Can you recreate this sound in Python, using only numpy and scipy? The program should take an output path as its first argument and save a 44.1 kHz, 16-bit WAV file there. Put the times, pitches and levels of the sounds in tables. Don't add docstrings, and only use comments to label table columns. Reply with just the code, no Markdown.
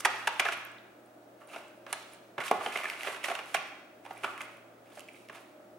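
import sys
import numpy as np
from scipy import signal
from scipy.fft import rfft, irfft
from scipy.io import wavfile
from scipy.ndimage import uniform_filter1d

SR = 44100
rng = np.random.default_rng(int(sys.argv[2]) if len(sys.argv) > 2 else 0)


def to_wav(s):
    ch = np.atleast_2d(s).T
    pcm = np.round(np.clip(ch, -1, 1) * 32767)
    wavfile.write(sys.argv[1], SR, pcm.astype(np.int16))


N = 255060
TIME = np.arange(N) / SR
NOTE_LAG_S = 0.001514

# t/s, length/s, level/dB, tilt/(dB/oct), rattle/dB, left-right/dB, note f/Hz, note level/dB
BUCKLES = [(0.001, 0.0087, -47, 7, -10, -2, 1184, -44), (0.049, 0.0069, -22, 2.5, -4, -1.5, 1840, -16.5),
           (0.2727, 0.0031, -27.5, 2, -0.5, -1.5, 1760, -18),
           (0.3962, 0.0029, -23.5, 2, -0.5, 0.5, 2400, -13), (0.4512, 0.0065, -30, -1, 1.5, -1, 1370, -27),
           (0.461, 0.0087, -38, -1, 0, 1, 1670, -25), (0.485, 0.0037, -31.5, -1, 1, 0, 1560, -21),
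           (0.52, 0.018, -34.5, 2, -0.5, -1, 2150, -37), (1.533, 0.0033, -45, -5.5, 9, -5, 1290, -49),
           (1.561, 0.002, -38.5, -2.5, -2, -1, 587, -32), (1.8645, 0.0015, -42, -2.5, -4.5, -3, 1080, -37),
           (1.9273, 0.00073, -34, 2, -3.5, -4.5, 1270, -30),
           (2.38, 0.0064, -29.5, -4.5, -1.5, -2.5, 1600, -30.5),
           (2.403, 0.0099, -39, 0.5, 2, -6, 1990, -34), (2.48, 0.0052, -48, 6, 3, -2, 1410, -42),
           (2.5114, 0.0026, -22.5, -5.5, -1.5, -2, 1140, -15),
           (2.608, 0.011, -35, -5.5, 1, -2, 1210, -33.5), (2.6613, 0.0014, -31.5, -6, 3, -1, 1490, -36),
           (2.7562, 0.0053, -34.5, -1.5, 3, -1, 2190, -24.5),
           (2.84, 0.0062, -39.5, 0.5, -10, -5, 1270, -33), (3.0715, 0.0031, -35.5, -1, 2.5, -6, 2000, -25),
           (3.0803, 0.004, -38.5, -0.5, -7, -5, 2250, -31), (3.24, 0.0091, -40, 4.5, 3, -5, 1950, -30.5),
           (3.2841, 0.0055, -30.5, -1, -7, -2.5, 810, -32), (3.3, 0.002, -36, -0.5, 1, -4, 1230, -35),
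           (3.313, 0.0045, -33.5, -1.5, -3, -3, 720, -23.5),
           (3.351, 0.0017, -37.5, 1.5, -4, -6, 2830, -26.5), (3.39, 0.0018, -38, -1.5, 2, -1, 880, -30),
           (3.543, 0.0042, -36.5, 3, -4, -12.5, 2750, -29),
           (3.5457, 0.0048, -27.5, 1.5, -2, -3, 1390, -21.5), (4.05, 0.0033, -55.5, 1.5, 1, -6, 855, -40),
           (4.0615, 0.0032, -47, -1, -1, -3, 940, -34), (4.108, 0.0022, -41.5, -3.5, -2.5, -3, 870, -28.5),
           (4.234, 0.011, -34.5, -4.5, 4, -3, 1300, -36), (4.242, 0.005, -31, -2, 1.5, -1, 1420, -23),
           (4.406, 0.0085, -42.5, 1.5, -1, -1, 1340, -54), (4.97, 0.007, -55, -7, 10.5, -9, 820, -46.5),
           (5.296, 0.0031, -45, -2, 0.5, -3, 1680, -39)]
# t/s, length/s, blade level/dB, wet shell level/dB
STROKES = [(0.02, 0.19, -41.5, -54), (0.21, 0.36, -46.5, -58), (0.458, 0.046, -40, -49),
           (1.398, 0.053, -53, -71), (1.489, 0.12, -47, -58.5), (1.885, 0.051, -42.5, -59.5),
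           (1.934, 0.12, -57, -58), (2.115, 0.038, -54, -60.5), (2.396, 0.039, -35.5, -53.5),
           (2.435, 0.039, -32.5, -45), (2.609, 0.096, -37, -51), (2.718, 0.095, -33.5, -49),
           (2.82, 0.14, -39, -53.5), (2.982, 0.18, -35.5, -50.5), (3.237, 0.056, -34.5, -46.5),
           (3.37, 0.034, -45, -55), (3.465, 0.18, -69, -57.5), (3.534, 0.047, -38.5, -51),
           (4.046, 0.36, -51, -65), (4.231, 0.024, -44, -50), (4.378, 0.088, -47, -58.5),
           (4.855, 0.16, -54.5, -69), (4.952, 0.059, -50, -59), (5.084, 0.2, -69, -67),
           (5.323, 0.065, -46, -59.5)]
# f/Hz, width/Hz, level within register/dB
PAN_MODES = [(154, 120, -26.5), (251.5, 32, -19), (393, 75, -6.5), (567, 203, -6.5), (652, 117, -11),
             (800, 370, -4.5), (1109, 230, -11), (1346, 380, -6), (1646, 140, -11.5), (2150, 554, -5.5),
             (2630, 620, -3.5), (3370, 710, -8), (4020, 1600, -9.5), (5800, 1560, -5.5), (8800, 4300, -0.5),
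             (12900, 4000, -13.5)]
REGISTERS_HZ = [450, 950, 2200, 8000]


def buckles(rows, snaps_per_s=3000, first_db=3, hold_share=0.82, settle_s=0.0053, size=1400):
    register_db = [-10.5, -2, -1, -18.5]
    rattle_hz, rattle_width_oct = 2600, 0.3
    s, length_s, level_db, tilt_db_per_oct, rattle_db, pan_db = np.transpose(rows)
    age = np.arange(size) / SR
    shape = (len(s), size)
    force = np.exp(-np.maximum(age - hold_share * length_s[:, None], 0) / settle_s)
    run = (rng.random(shape) < snaps_per_s / SR) * force
    run[:, 0] = from_db(first_db)
    sounds = 0
    for hz, width_hz, mode_db in PAN_MODES:
        mid, side = resonate(run * rng.uniform(-1.04, 1, (2, *shape)), hz, width_hz)
        side = side * 0.45 * hz / (hz + 1200)
        power = np.sum(mid ** 2, axis=1) / (SR / 100)
        octaves = np.log2(np.clip(hz, REGISTERS_HZ[0], REGISTERS_HZ[-1]) / REGISTERS_HZ[1])
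        rattle_share = np.exp(-.5 * (np.log2(hz / rattle_hz) / rattle_width_oct) ** 2)
        band_db = level_db + tilt_db_per_oct * octaves + at_register(register_db, hz)
        gain = from_db(band_db + rattle_db * rattle_share + mode_db) / np.sqrt(power)
        sounds = sounds + np.array([mid + side, mid - side]) * gain[:, None]
    out = np.zeros((2, N))
    for k in range(len(s)):
        add(out, s[k], sounds[:, k] * panned(pan_db[k]))
    return out


def crinkles(blade_db, offset_db=-6.5, spread_db=1.5, length_s=0.0017, tilt_db_per_oct=0.44, count=110):
    jitter, strength = rng.random((count, 2)).T
    s = (np.arange(count) + jitter) / count * TIME[-1]
    level_db = np.interp(s, TIME, blade_db) + offset_db + spread_db * (2 * strength - 1)
    rattle_db, pan_db = 0, -4
    return [(t, length_s, db, tilt_db_per_oct, rattle_db, pan_db) for t, db in zip(s, level_db)]


def flexes(rows, sag_oct, t60_cycles, pan_db, wobble_oct=0.049, size=4096):
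    out, age = np.zeros((2, N)), np.arange(size) / SR
    for s, length_s, hz, level_db in rows:
        wobble = wobble_oct * unit_rms(uniform_filter1d(rng.standard_normal(size), size=64))
        pitch_hz = hz * 2 ** (sag_oct * (.5 - np.minimum(age / length_s, 1)) + wobble)
        cycles = np.cumsum(pitch_hz) / SR
        fade_db = -60 * np.maximum(age - length_s, 0) * hz / t60_cycles
        envelope = (1 - np.exp(-cycles)) * from_db(level_db + fade_db)
        add(out, s, np.sin(2 * np.pi * cycles) * envelope * panned(pan_db))
    return out


def panel_notes(hold_share=0.58, max_hold_s=0.006):
    notes = [(s + NOTE_LAG_S, min(hold_share * length_s, max_hold_s), hz, db)
             for s, length_s, *_, hz, db in BUCKLES]
    return flexes(notes, sag_oct=0.13, t60_cycles=11.5, pan_db=-5)


def pan_floor():
    notes = [(0.056, 0.00448, 888, -19.5), (0.276, 0.0049, 910, -20), (0.484, .004, 750, -32),
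             (2.382, 0.01, 156, -46), (2.383, 0.005, 850, -33), (2.662, 0.0038, 790, -32),
             (2.756, .005, 404, -39.5), (3.071, 0.0038, 604, -29), (3.081, 0.002, 970, -33),
             (3.083, 0.0041, 476, -35), (3.242, 0.0048, 656, -34), (3.303, 0.0036, 710, -28),
             (3.546, 0.0034, 782, -18), (3.572, 0.015, 155, -51.5), (4.245, 0.0045, 980, -31),
             (4.972, 0.0205, 594, -46)]
    return flexes(notes, sag_oct=0.1, t60_cycles=7, pan_db=-1.5)


def rim(spread_db=2, pan_db=-3.5, size=30000):
    modes = [(1137, -19, 0.493), (1266, -24, 0.33), (1426, -18, 0.49), (1730, -25, 0.48), (1955, -27, 0.31),
             (2036, -24.5, 0.534)]
    out, age = np.zeros((2, N)), np.arange(size) / SR
    ringing = damped_sines(modes, age)
    for s, _, level_db, *_ in BUCKLES:
        gains = from_db(level_db + spread_db * rng.standard_normal(len(modes)))
        add(out, s + NOTE_LAG_S, gains @ ringing * panned(pan_db))
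    return out


def knock(at_s=2.5135, size=12000):
    modes = [(252, -45, 0.22), (380, -34.5, 0.19), (452, -30.5, 0.13), (554, -34, 0.16), (670, -49, 0.13),
             (750, -14.5, 0.022), (833, -37, 0.56), (970, -24, 0.02), (1105, -34.5, 0.31)]
    out, age = np.zeros((2, N)), np.arange(size) / SR
    add(out, at_s, low_cut(damped_sines(modes, age).sum(axis=0), hz=210, order=5))
    return out


def effort_db(peaks_db, release_db_per_s, build_db_per_s=888, arch_db=5.5):
    pushes = []
    for (s, length_s, *_), peak_db in zip(STROKES, peaks_db):
        age = TIME - s
        droop_db = arch_db * np.clip(2 * age / length_s - 1, -1, 1) ** 2
        build_db = build_db_per_s * np.maximum(-age, 0)
        release_db = release_db_per_s * np.maximum(age - length_s, 0)
        pushes.append(peak_db - droop_db - build_db - release_db)
    return np.max(pushes, axis=0)


def scrape(level_db, jerk_db=1, jerks_per_s=110, pan_db=-4):
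    register_db = [-22.5, -7.5, -9.5, -39]
    slips = snaps(per_s=600, spread_db=-0.5) * from_db(level_db + jerk_db * drift(jerks_per_s))
    out = 0
    for hz, width_hz, mode_db in PAN_MODES:
        gain = from_db(mode_db + at_register(register_db, hz)) * np.sqrt(SR / 2 / width_hz)
        shares = rng.uniform(-np.sqrt(3), np.sqrt(3), N)
        out = out + gain * resonate(slips * shares, hz, width_hz)
    return out * panned(pan_db)


def rubs(slips_per_s=450, width_share=0.21, sag_oct=0.088, pan_db=-3):
    events = [(1.41, 0.018, 1250, -57.5), (1.495, .018, 2680, -57.5), (1.539, 0.018, 2580, -51),
              (1.544, .012, 1270, -48), (1.6, 0.1, 2630, -66), (2.825, 0.045, 2350, -45),
              (4.249, 0.0664, 1270, -46), (4.33, .08, 1210, -52.5), (4.408, 0.011, 2900, -48.5),
              (5.122, 0.066, 2430, -65)]
    out = np.zeros((2, N))
    for s, length_s, hz, db in events:
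        progress = np.linspace(0, 1, int(length_s * SR))
        slips = snaps(slips_per_s, spread_db=1)[:SR // 4]
        position = np.cumsum(2 ** (sag_oct * (.5 - progress))) + SR // 20
        gliding = np.interp(position, np.arange(len(slips)), resonate(slips, hz, hz * width_share))
        add(out, s, from_db(db) * unit_rms(gliding * np.sin(np.pi * progress)) * panned(pan_db))
    return out


def shell_crackle(level_db, side_db=-6, clump_db=1.5, clumps_per_s=70, pan_db=-3):
    spectrum = [(1500, -14), (3000, 10.5), (5000, 4.5), (7200, 3.5), (9400, 7), (11500, 1.5), (14000, -6),
                (16000, -15)]
    side = from_db(side_db) * snaps(per_s=2500, spread_db=7)
    grains = snaps(per_s=5000, spread_db=1) + side * [[1], [-1]]
    return colour(grains, spectrum) * from_db(level_db + clump_db * drift(clumps_per_s)) * panned(pan_db)


def shell_clicks(tick_s=0.00084, edge_s=0.00074, pan_db=-3, size=1024):
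    cracks = [(2.4184, 1590, -27, -50), (2.4653, 1550, -30, -33), (2.513, 1480, -34, -28),
              (2.517, 2580, -40, -33), (2.6625, 2740, -23, -46), (2.774, 2700, -28, -31.5),
              (2.812, 2430, -33, -42), (2.835, 2250, -30, -41), (2.8554, 2020, -22.5, -40),
              (2.8996, 2240, -23.5, -32.5), (3.009, 2500, -29, -44), (3.033, 2270, -28, -31),
              (3.1684, 1880, -41, -44), (3.2314, 2500, -37, -46), (3.258, 2040, -34, -32),
              (3.459, 2900, -46, -42), (3.5674, 2340, -22, -50), (4.378, 2180, -34, -43),
              (4.4174, 1430, -37, -34), (4.976, 1800, -44, -53), (4.9945, 2780, -44, -35),
              (5.006, 2640, -41.5, -38), (5.079, 2700, -50, -56), (5.086, 2660, -39, -51),
              (5.089, 2450, -38, -56), (5.287, 2400, -41, -52)]
    out, age = np.zeros((2, N)), np.arange(size) / SR
    for s, hz, tick_db, edge_db in cracks:
        noise = rng.standard_normal((2, size))
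        tick = resonate(noise[0] * np.exp(-age / tick_s), hz, width_hz=0.29 * hz)
        edge = resonate(noise[1] * np.exp(-age / edge_s), hz=8800, width_hz=6500)
        add(out, s, (with_peak(tick, tick_db) + with_peak(edge, edge_db)) * panned(pan_db))
    return out


def wet_contacts(level_db, offset_db, spread_db, low_hz, high_hz, count):
    when, pitch, strength = rng.random((count, 3)).T
    s = when * TIME[-1]
    hz = low_hz * (high_hz / low_hz) ** pitch
    db = np.interp(s, TIME, level_db) + offset_db + spread_db * np.minimum(-np.log(1 - strength), 3)
    return pings(zip(s, hz, db), t60_cycles=19, rise=0.035, pan_db=-16, size=1024)


def sauce_pops():
    pockets = [(.785, 3580, -36.5), (1.929, 4080, -22.5), (2.857, 1720, -18), (4.172, 2300, -33),
               (4.4072, 2130, -22), (5.146, 2400, -41), (5.357, 2400, -36)]
    return pings(pockets, t60_cycles=17, rise=0.0326, pan_db=-4, size=2048)


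def sauce_spits(tear_s=0.00036, width_share=0.145, pan_db=-6, size=1024):
    tears = [(.574, 10900, -44), (.650, 12100, -40), (.651, 9100, -45), (.7174, 8060, -51.5),
             (1.061, 9500, -54), (1.474, 9400, -46), (1.6824, 8150, -51.5), (1.9285, 9400, -19),
             (1.934, 10000, -34), (2.135, 10100, -41), (2.149, 8000, -53), (4.1304, 11600, -53),
             (4.1354, 13100, -49), (4.178, 10100, -46), (4.57, 10130, -52), (5.134, 8700, -50),
             (5.329, 10500, -52), (5.409, 11600, -52)]
    out, age = np.zeros((2, N)), np.arange(size) / SR
    for s, hz, db in tears:
        burst = resonate(rng.standard_normal(size) * np.exp(-age / tear_s), hz, hz * width_share)
        add(out, s, with_peak(burst, db) * panned(pan_db))
    return out


def kitchen(x, gap_s=0.000686, early_db=2, early_s=0.014, pan_db=-0.9):
    decay = [(150, 1), (500, 0.48), (1500, 1), (3000, 0.78), (6000, 0.86), (10000, 0.086), (15000, 0.59)]  # f/Hz, t60/s
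    echo_levels = [(150, 0.5), (500, -4.5), (1000, -1), (2000, -3.5), (4000, -2), (9000, -9.5),
                   (15000, -13)]
    coherence = [(150, 1), (500, 0.97), (1000, 0.56), (2000, 0.4), (4000, 0.025), (12000, 0.37)]  # f/Hz, left-right coherence
    age = np.arange(SR) / SR
    noise = rfft(stereo_noise(coherence, SR))
    log_hz, centres_hz = np.log(np.arange(SR // 2 + 1) + 1), np.geomspace(100, 16000, 12)
    onset = np.clip(age / gap_s - .5, 0, 1) * from_db(early_db * np.exp(-age / early_s))
    response = 0
    for hz, pick in zip(centres_hz, np.eye(len(centres_hz))):
        fade = onset * from_db(-60 * age / at_hz(decay, hz))
        band = irfft(noise * np.interp(log_hz, np.log(centres_hz), pick), SR)
        response = response + band * fade / np.sqrt(np.sum(fade ** 2)) * from_db(at_hz(echo_levels, hz))
    return signal.fftconvolve(x.mean(axis=0)[None], response, axes=1)[:, :N] * panned(pan_db)


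def air(level_db=-56.5):
    spectrum = [(30, -37.5), (85, -21.5), (110, -27), (150, -14.5), (180, -9.5), (340, -1.5), (410, -7.5),
                (510, -5.5), (630, -1.5), (1030, -14.5), (1300, -12.5), (2030, -21), (4500, -31),
                (15000, -35.5)]
    coherence = [(30, 0.37), (80, 1), (400, 0.83), (1000, 0.15), (3000, 0.085), (12000, 0.31)]  # f/Hz, left-right coherence
    return from_db(level_db) * colour(stereo_noise(coherence, N), spectrum)


def appliance(beat_hz=1.724, crest_s=0.69, swing_db=3, hum_waver_db=2.8, fan_waver_db=1.5):
    hum_tones = [(117, 2, -69.5)]  # f/Hz, wander width/Hz, level/dB
    fan_tones = [(298.5, 3.2, -68.5), (349, 4, -68.5), (570, 21, -68.5), (618, 4, -62.5)]  # f/Hz, wander width/Hz, level/dB
    whine_tones = [(15735, 1, -79)]  # f/Hz, wander width/Hz, level/dB
    fan_swell = [(0.8, -1), (1.8, 2), (2.3, -6), (4.5, 1), (5.35, -2), (5.58, 7), (5.78, 5)]  # t/s, gain/dB
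    beat_db = swing_db * np.cos(2 * np.pi * beat_hz * (TIME - crest_s))
    swell_db = np.interp(TIME, *np.transpose(fan_swell))
    hum = tones(hum_tones) * from_db(beat_db + hum_waver_db * drift(per_s=4))
    fan = tones(fan_tones) * from_db(swell_db + fan_waver_db * drift(per_s=4))
    return hum + fan + tones(whine_tones)


def pings(rows, t60_cycles, rise, pan_db, size):
    out = np.zeros((2, N))
    for s, hz, db in rows:
        cycles = hz * np.arange(size) / SR
        wave = np.sin(2 * np.pi * cycles * (1 + rise * cycles / t60_cycles))
        envelope = (1 - np.exp(-cycles)) * from_db(db - 60 * cycles / t60_cycles)
        add(out, s, wave * envelope * panned(pan_db))
    return out


def snaps(per_s, spread_db):
    strength = from_db(spread_db * np.minimum(rng.exponential(1, N), 4))
    clicks = (rng.random(N) < per_s / SR) * strength * rng.choice([-1, 1], N)
    return clicks / np.sqrt(np.maximum(uniform_filter1d(clicks ** 2, SR // 25), 0) + 1e-4)


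def damped_sines(modes, age):
    return np.array([from_db(db - 60 * age / t60_s) * np.sin(2 * np.pi * hz * age)
                     for hz, db, t60_s in modes])


def tones(rows):
    return sum(from_db(db) * np.sin(2 * np.pi * np.cumsum(hz + width_hz / 2 * drift(2 * width_hz)) / SR)
               for hz, width_hz, db in rows)


def stereo_noise(coherence, size):
    mid, side = rfft(rng.standard_normal((2, size)))
    alike = np.clip(at_hz(coherence, np.arange(size // 2 + 1) * SR / size), -1, 1)
    return irfft(np.sqrt(1 + alike) * mid + np.sqrt(1 - alike) * side * [[1], [-1]], size) / np.sqrt(2)


def drift(per_s):
    knots = rng.standard_normal(4000)
    return unit_rms(np.interp(TIME * per_s, np.arange(len(knots)), knots))


def resonate(x, hz, width_hz):
    edges_hz = np.clip([hz - width_hz / 2, hz + width_hz / 2], 10, .45 * SR)
    return signal.sosfilt(signal.butter(2, edges_hz, "band", fs=SR, output="sos"), x + 1e-18)


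def low_cut(x, hz, order=2):
    return signal.sosfilt(signal.butter(order, hz, "high", fs=SR, output="sos"), x + 1e-18)


def colour(x, spectrum):
    return unit_rms(irfft(rfft(x) * from_db(at_hz(spectrum, np.arange(N // 2 + 1) * SR / N)), N))


def at_hz(points, hz):
    points_hz, values = np.transpose(points)
    return np.interp(np.log(np.maximum(hz, 1)), np.log(points_hz), values)


def at_register(register_db, hz):
    return np.interp(np.log(hz), np.log(REGISTERS_HZ), register_db)


def from_db(db):
    return 10 ** (np.asarray(db) / 20)


def unit_rms(x):
    return x / np.sqrt(np.mean(x ** 2) + 1e-20)


def with_peak(x, db):
    return from_db(db) * x / np.abs(x).max()


def panned(pan_db):
    return from_db(np.array([[pan_db / 2], [-pan_db / 2]]))


def off_centre(x, lag_s=.000012):
    delay = np.exp(-2j * np.pi * np.arange(N // 2 + 1) * SR / N * lag_s)
    return np.array([x[0], irfft(rfft(x[1]) * delay, N)])


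def add(out, s, sound):
    start = int(np.clip(s * SR, 0, N - 1))
    out[:, start:start + sound.shape[-1]] += sound[..., :N - start]


def scene(panel_echo_db=-4, foil_cut_hz=120):
    _, _, blade_peaks_db, wet_peaks_db = np.transpose(STROKES)
    blade_db = effort_db(blade_peaks_db, release_db_per_s=409.5)
    wet_db = np.maximum(effort_db(wet_peaks_db, release_db_per_s=87), -82.5)
    sauce = sauce_pops() + sauce_spits()
    hollow_shells = wet_contacts(wet_db, offset_db=-2.5, spread_db=6, low_hz=1337, high_hz=3420, count=400)
    films = wet_contacts(wet_db, offset_db=-4.5, spread_db=1, low_hz=6200, high_hz=12500, count=900)
    stirring = scrape(blade_db) + shell_crackle(wet_db) + shell_clicks() + rubs()
    stirring += hollow_shells + films + sauce
    panels = low_cut(pan_floor() + panel_notes(), foil_cut_hz) + knock()
    dents = [dent for *dent, note_hz, note_db in BUCKLES] + crinkles(blade_db)
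    foil = buckles(dents)
    echo = kitchen(stirring + foil / np.sqrt(2) + from_db(panel_echo_db) * panels)
    echo += kitchen(buckles(dents) / np.sqrt(2))
    direct = foil + panels + stirring + low_cut(rim(), foil_cut_hz)
    return off_centre(direct) + echo + air() + appliance()


def record(dry, cutoff_hz=16100):
    return signal.sosfilt(signal.ellip(10, .1, 70, cutoff_hz, fs=SR, output="sos"), dry)


dry = scene()
out = record(dry)
to_wav(out)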